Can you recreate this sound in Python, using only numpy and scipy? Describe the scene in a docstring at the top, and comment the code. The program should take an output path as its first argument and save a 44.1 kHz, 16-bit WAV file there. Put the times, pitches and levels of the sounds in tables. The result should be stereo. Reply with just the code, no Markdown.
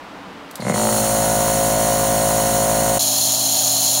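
"""Beside a nebulizer, a machine that turns liquid into mist. In a quiet room a thumb rubs the case and a
rocker switch snaps. The motor hums and a small piston pump knocks up to speed, then buzzes as pressure
builds, while its valve claps and air hisses and whistles. Near the end we listen, abruptly, from beside
the cup, where the air jet sputters and gurgles through the liquid."""
import sys
import numpy as np
from scipy import signal
from scipy.fft import rfft, irfft
from scipy.io import wavfile
from scipy.ndimage import uniform_filter1d

SR = 44100
rng = np.random.default_rng(int(sys.argv[2]) if len(sys.argv) > 2 else 0)


def wrap_up_sound(samples):
    """Save the sound to the file named by the first command line argument, as 16-bit audio."""
    columns = np.atleast_2d(samples).T
    # keep every value between -1 and 1, then stretch to whole-number steps
    tamed = np.clip(columns, -1, 1)
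    steps = np.round(tamed * 32767).astype(np.int16)
    wavfile.write(sys.argv[1], SR, steps)


N = 176400
UP_TO_SPEED_S, AT_CUP_S = .742, 2.99
FREE_HZ, LOADED_HZ, CUP_HZ = 54.65, 54.36, 53.9  # shaft turns a second; "loaded" means under pressure
MAINS_HZ = 60

# background of the room (frequency [Hz], level [dB])
ROOM_TONE = [(30, -18), (140, -15.5), (190, -7), (230, -12), (280, -2), (350, -12), (480, -10), (1000, -8),
             (1600, -14.5), (3500, -22.5), (7000, -35.5), (15000, -47)]
# thumb on the case (frequency [Hz], level [dB])
RUB_TONE = [(120, -18), (190, 9), (290, -8), (400, -10), (950, -10), (2000, -29)]
# switch contacts (time [s], level [dB])
SWITCH_HITS = [(.5113, -15), (.5555, -6), (.6025, -21)]
# snap of the switch (frequency [Hz], level [dB])
SNAP_TONE = [(1500, -28), (3500, 2.5), (8000, 3), (12000, 0), (16000, -3)]
# first piston strokes (time [s], level [dB], softness of contact [s])
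FIRST_STROKES = [(0.595, -9.5, 0.0014), (0.622, -11, 0.0004), (0.65, -8, 0.00055), (.667, -4, 0.00059),
                 (0.682, -7, .0002), (0.697, 0, 0.00066), (.709, -6, 0.0011), (.722, -5.5, 0.00043),
                 (0.741, -2, 0.00071)]
# notes the case rings at (frequency [Hz], decay time [s], level [dB])
CASE_NOTES = [(130, 0.0049, -7.5), (201, 0.01, -6), (312, 0.0052, -12.5), (517, 0.0092, -3.5),
              (657, 0.0035, -1), (709, 0.004, -2), (1046, 0.0026, -2), (1400, 0.0027, -9),
              (2090, 0.0016, -1)]
# magnetic hum (multiple of the mains frequency, level at the case [dB], level at the cup [dB])
HUM_NOTES = [(2, -30, -37), (4, -38.5, -55), (10, -43, -37.5)]
# hissing air (frequency [Hz], level [dB])
HISS_TONE = [(2400, -16), (2950, -5.5), (3500, -11), (4200, -4), (4900, -14), (5500, -5.5), (6300, -2),
             (6750, 4), (7300, -4), (7750, -16.5), (8600, -0.5), (9600, -9), (10100, -1), (10800, 0.5),
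             (11500, -9), (13300, -6.5), (14900, -8.5), (15400, 0), (15750, -5)]
# how the hiss swells (time [s], level [dB])
HISS_SWELL = [(.595, -60), (.61, -40), (.655, -35.5), (.70, -26), (.73, -34.5), (.745, -24), (.95, -23),
              (1.15, -23), (2.99, -22.5)]
# notes the air path rings at (frequency [Hz], width [Hz], level [dB])
WHISTLE_NOTES = [(4328, 34, -5.5), (7100, 200, 1.5), (8570, 110, 4), (10710, 39, 1.5)]
# piston buzz before pressure builds, at 1, 2, 3... times the shaft speed (level [dB])
FREE_OVERTONES = [-8, -3, -10, 9, -26, -3, 2.5, -14.5, 3.5, 4.5, 8, -8, 4.5, 0, -8, 2.5, -4]
# the same buzz under pressure (level [dB])
LOADED_OVERTONES = [-9, -12, -6.5, -4.5, -8, -10.5, -13.5, -11, -15.5, 2.5, -5.5, -3, 2, -6.5, -19.5, -16,
                    -8.5, -17, -14, -15.5, -28, -70.5, -30, -23, -37, -24.5, -12.5, -49, -26, -37.5, -17.5,
                    -38, -52.5, -18, -31.5, -35, -22, -22, -50.5, -25]
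# low rush of the running pump (frequency [Hz], level [dB])
RUSH_TONE = [(30, -22), (120, -7), (220, -2), (400, -27), (620, 3), (730, 0.5), (900, -8.5), (1400, -11.5),
             (2400, -15.5), (3200, -32)]
# clap of the valve (frequency [Hz], level [dB])
VALVE_TONE = [(700, -3.5), (1050, 1.5), (1400, 7.5), (1680, -10.5), (1950, 5), (2150, -11), (2400, -20),
              (3000, -14.5)]
# knock of the piston (frequency [Hz], level [dB])
KNOCK_TONE = [(300, -12), (700, -9.5), (950, 7.5), (1400, -8), (2000, -13.5), (4000, -28)]
# rattle of the link from motor to piston (frequency [Hz], level [dB])
CHATTER_TONE = [(70, -29), (200, -5.5), (400, -25.5), (500, -3.5), (590, -3), (700, 1), (800, -3.5),
                (1100, -12), (2500, -23.5)]
# spray in the cup (frequency [Hz], level [dB])
SPRAY_TONE = [(1300, -36), (1600, -25), (2220, -26), (3360, -8.5), (3670, -14), (4170, -1), (4380, -2.5),
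              (4780, -14.5), (5120, -8.5), (6050, -7), (6810, 2), (7220, -2.5), (7820, -20.5), (8620, -9.5),
              (10200, -5), (11100, -11), (12900, -10.5), (15700, -12.5)]
# gurgling liquid (frequency [Hz], level [dB])
GURGLE_TONE = [(40, -33), (130, -11), (280, -12), (450, -24), (620, -0.5), (740, -0.5), (900, -7.5),
               (1300, -14), (2000, -28.5)]
# piston buzz at the cup, at 1, 2, 3... times the shaft speed (level [dB])
CUP_OVERTONES = [-15, -23, -9.5, -8, 1, -10, -10, -22, -20, -6.5, -16, -1, -0.5, -0.5, -22, -17, -5]
# stereo balance at the case (frequency [Hz], left minus right [dB])
CASE_BALANCE = [(200, 3), (750, 1.7), (1100, -2), (1700, -1.8), (2100, 0), (5700, 0), (7100, 3), (7800, .7),
                (15000, .3)]
# stereo balance at the cup (frequency [Hz], left minus right [dB])
CUP_BALANCE = [(400, 1.5), (1000, 0), (3600, 0), (4000, 2.2), (7300, 3.5), (7800, 0)]


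def gain(db):
    """Turn decibels into a number to multiply by."""
    return 10 ** (np.asarray(db) / 20)


def level(x, db=0):
    """Set a sound's average (rms) level."""
    return x * gain(db) / np.sqrt(np.mean(x ** 2))


def curve(table):
    """Join a table's points to get a value at every frequency."""
    hz, value = np.array(table).T
    return np.interp(np.log(np.arange(N // 2 + 1) * SR / N + 1), np.log(hz), value)


def response(db):
    """Make a filter with these levels that, like a real object, rings only after it is struck."""
    cepstrum = irfft(np.log(gain(db)))
    one_sided = 1 + np.sign(len(cepstrum) / 2 - np.arange(len(cepstrum)))
    return np.exp(rfft(cepstrum * one_sided) - cepstrum[0])


def colour(x, tone):
    """Shape a sound with a tone table, turning it down beyond the table's ends."""
    padded = [(tone[0][0] / 2, tone[0][1] - 20), *tone, (tone[-1][0] * 2, tone[-1][1] - 20)]
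    return irfft(rfft(x) * response(curve(padded)), N)


def noise(tone):
    """Steady noise shaped by a tone table."""
    return level(colour(rng.standard_normal(N), tone))


def narrow_noise(hz, sharpness):
    """Noise gathered around one pitch."""
    return level(signal.lfilter(*signal.iirpeak(hz, sharpness, SR), rng.standard_normal(N)))


def wobble(hz):
    """A smooth random drift, about 1 in size."""
    step = int(SR / hz)
    stairs = np.repeat(rng.standard_normal(N // step + 1), step)
    return level(uniform_filter1d(uniform_filter1d(stairs, step), step)[:N])


def ring(x, decay_s):
    """Give a sound a dense tail that dies away."""
    tail = rng.standard_normal(N // 10) * np.exp(-np.arange(N // 10) / SR / decay_s)
    return signal.fftconvolve(x, tail / np.linalg.norm(tail))[:N]


def echo(x, delay_s=.0034, db=-12):
    """A nearby surface adds one short reflection."""
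    return level(x + gain(db) * np.roll(x, int(delay_s * SR)))


def offset(turns):
    """How far the shaft is from the nearest whole turn."""
    return (turns + .5) % 1 - .5


def thumb_rub(t, peak_s=.3, width_s=.081):
    """A thumb shifts on the case with a soft swell of noise."""
    return noise(RUB_TONE) * gain(-42.5) * np.exp(-((t - peak_s) / width_s) ** 2 / 2)


def switch_snap():
    """Each contact of the switch gives a sharp click and a longer, weaker ring."""
    hits = np.zeros(N)
    for time_s, db in SWITCH_HITS:
        hits[int(time_s * SR)] += gain(db)
    return gain(2) * colour(ring(hits, decay_s=.0035) + .45 * ring(hits, decay_s=.028), SNAP_TONE)


def first_strokes(t):
    """The piston's first pushes ring the case and the room; softer pushes sound duller."""
    pushes = sum(gain(db) * (t > time_s) * np.exp(-np.abs(t - time_s) * 4 / soft_s) * 4 / (soft_s * SR)
                 for time_s, db, soft_s in FIRST_STROKES)
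    case = sum(gain(db) * np.exp(-t / decay_s) * np.sin(2 * np.pi * hz * t) * (-1) ** k
               for k, (hz, decay_s, db) in enumerate(CASE_NOTES))
    knocks = signal.fftconvolve(pushes, case)[:N]
    return gain(-8) * (knocks + gain(-4.5) * ring(knocks, decay_s=.019))


def motor_hum(t):
    """Mains power makes a magnetic hum: returns it as heard at the case and at the cup."""
    return [sum(gain(row[column]) * np.sin(2 * np.pi * row[0] * MAINS_HZ * t) for row in HUM_NOTES)
            for column in (1, 2)]


def air_hiss(t, pressure):
    """The air jet hisses and whistles, growing brighter as it gathers speed."""
    flow = echo(noise(HISS_TONE)) + whistle(pressure)
    dull = signal.filtfilt(*signal.butter(1, 9600, fs=SR), flow)
    brightness = np.clip((t - .66) / .27, 0, 1)
    flow = brightness * flow + (1 - brightness) * dull
    swell_db = np.interp(t, *np.array(HISS_SWELL).T) + .34 * wobble(hz=60.18)
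    return flow * gain(swell_db) * (t > HISS_SWELL[0][0]) * sputter(depth=.42)


def whistle(pressure):
    """Swirling air rings a few narrow notes, which soften as pressure builds."""
    notes = sum(gain(db) * narrow_noise(hz, hz / width_hz) for hz, width_hz, db in WHISTLE_NOTES)
    return level(notes) * gain(-1 - 5 * pressure)


def sputter(depth, drops_per_s=660, decay_s=.00083):
    """Droplets tear off the jet: a loudness curve with a quick surge for each one."""
    drops = (rng.random(N) < drops_per_s / SR) * gain(rng.standard_normal(N))
    surges = signal.lfilter([1], [1, -np.exp(-1 / SR / decay_s)], drops)
    return level(2.5 + depth * level(surges))


def nozzle_chirp(t, start_s=.603, decay_s=.031):
    """The first puff of air whistles briefly through the nozzle."""
    fade = (t > start_s) * np.exp(-np.abs(t - start_s) / decay_s)
    return narrow_noise(hz=4200, sharpness=18) * gain(-35) * fade


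def piston_buzz(turns, overtones, db, smear):
    """One pressure pulse a turn rings the case; smear makes higher overtones arrive later."""
    multiples = np.arange(1, len(overtones) + 1)
    case = response(np.interp(np.arange(65), multiples, overtones, right=min(overtones)))
    buzz = np.zeros(N)
    for n in multiples:
        overtone = np.real(case[n] * np.exp(2j * np.pi * n * (turns - smear * n / 2)))
        buzz += overtone * gain(.62 * wobble(hz=44.92))  # each flutters a little
    return level(buzz, db)


def pump_rush(turns):
    """A low rushing noise surges once a turn."""
    return level(noise(RUSH_TONE) * (1 + np.exp(-(turns % 1) / .5)), -32)


def valve_clap(turns, pressure):
    """The valve's thin flap claps and rattles once a turn, more softly under pressure."""
    clap = level(np.sinc(offset(turns) * SR / LOADED_HZ / 2) * (turns > 0))
    rattle = level(rng.standard_normal(N) * np.exp(-(turns % 1) / .97) * (turns > 0))
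    uneven = (clap + rattle) * gain(.7 * wobble(hz=52.4))
    return level(colour(uneven, VALVE_TONE)) * gain(-33.5 - 5.5 * pressure)


def piston_knock(turns, pressure):
    """The piston knocks sharply once a turn, more softly under pressure."""
    hits = np.sinc(offset(turns) * SR / LOADED_HZ / 2) * (turns > .5)
    uneven = hits * gain(3 * wobble(hz=50.1))
    return level(colour(uneven, KNOCK_TONE)) * gain(-31.5 - 4.5 * pressure)


def link_chatter(t, turns, slack_turns=.19):
    """The motor tugs twice a mains cycle, rattling its link in the slack part of each turn."""
    slack = np.exp(-(offset(turns) / slack_turns) ** 2 / 2)
    tugs = np.sinc(((2 * MAINS_HZ * t) % 1 - .5) * SR / MAINS_HZ / 4)
    return level(colour(tugs * slack, CHATTER_TONE), -31)


def shaft_turns(hz, drift_hz):
    """Count the turns of a shaft whose speed wanders slightly."""
    return np.cumsum(hz * (1 + .00059 * wobble(drift_hz))) / SR


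def running_pump(t, fade_in_s=.028, build_up_s=.2185):
    """The pump and its air, heard at the case; rising pressure slows the shaft a little."""
    age = np.maximum(t - UP_TO_SPEED_S, 0)
    running = 1 - np.exp(-age / fade_in_s)
    pressure = 1 - np.exp(-(age / build_up_s) ** 2 / 2)  # from 0 (none) to 1 (full)
    speed_hz = (age > 0) * (FREE_HZ + (LOADED_HZ - FREE_HZ) * pressure)
    turns = shaft_turns(speed_hz, drift_hz=9.15)
    late_turns = turns - .28 * pressure  # under pressure the valve opens later in the turn
    buzz = (1 - pressure) * piston_buzz(turns, FREE_OVERTONES, db=-19.5, smear=.0099)
    buzz += pressure * piston_buzz(turns, LOADED_OVERTONES, db=-20, smear=.027)
    clatter = valve_clap(late_turns, pressure) + piston_knock(late_turns, pressure)
    clatter += pressure * link_chatter(t, turns)
    return air_hiss(t, pressure) + running * (buzz + pump_rush(turns)) + clatter


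def cup_jet():
    """The jet sprays and gurgles through the liquid, with the pump further off."""
    turns = shaft_turns(CUP_HZ, drift_hz=9.56)
    spray = echo(noise(SPRAY_TONE)) * sputter(depth=.52) * gain(-17.5 + .52 * wobble(hz=22.97))
    gurgle = noise(GURGLE_TONE) * gain(-32.5 + wobble(hz=60))
    return spray + gurgle + piston_buzz(turns, CUP_OVERTONES, db=-33, smear=.0307)


def stereo(x, balance, lead_radians=.09):
    """Two close microphones, the left slightly ahead; surfaces bounce treble into each differently."""
    half_db = curve(balance) / 2
    bounce = gain(-20) * signal.lfilter(*signal.butter(2, 900, "high", fs=SR), ring(x, decay_s=.012))
    return np.array([
        irfft(rfft(x + side * bounce) * gain(side * half_db) * np.exp(1j * side * lead_radians), N)
        for side in (1, -1)])


def scene():
    """A quiet room, the switch-on and steady running, then a jump to beside the cup."""
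    t = np.arange(N) / SR
    room = noise(ROOM_TONE) * gain(-37)
    start_up = switch_snap() + thumb_rub(t) + nozzle_chirp(t) + first_strokes(t)
    powered = np.clip((t - FIRST_STROKES[0][0]) / .039, 0, 1)
    case_hum, cup_hum = motor_hum(t)
    at_case = stereo(room + start_up + running_pump(t) + powered * case_hum, CASE_BALANCE)
    at_cup = stereo(cup_jet() + cup_hum, CUP_BALANCE)
    jump = (t - AT_CUP_S) / .011  # fade out over 11 ms, then in twice as fast
    return np.clip(-jump, 0, 1) * at_case + np.clip(2 * jump, 0, 1) * at_cup


def record(dry):
    """Cut away the highest treble, above 15750 Hz."""
    return signal.sosfilt(signal.ellip(12, .2, 70, 15750, fs=SR, output="sos"), dry)


dry = scene()
out = record(dry)
wrap_up_sound(out)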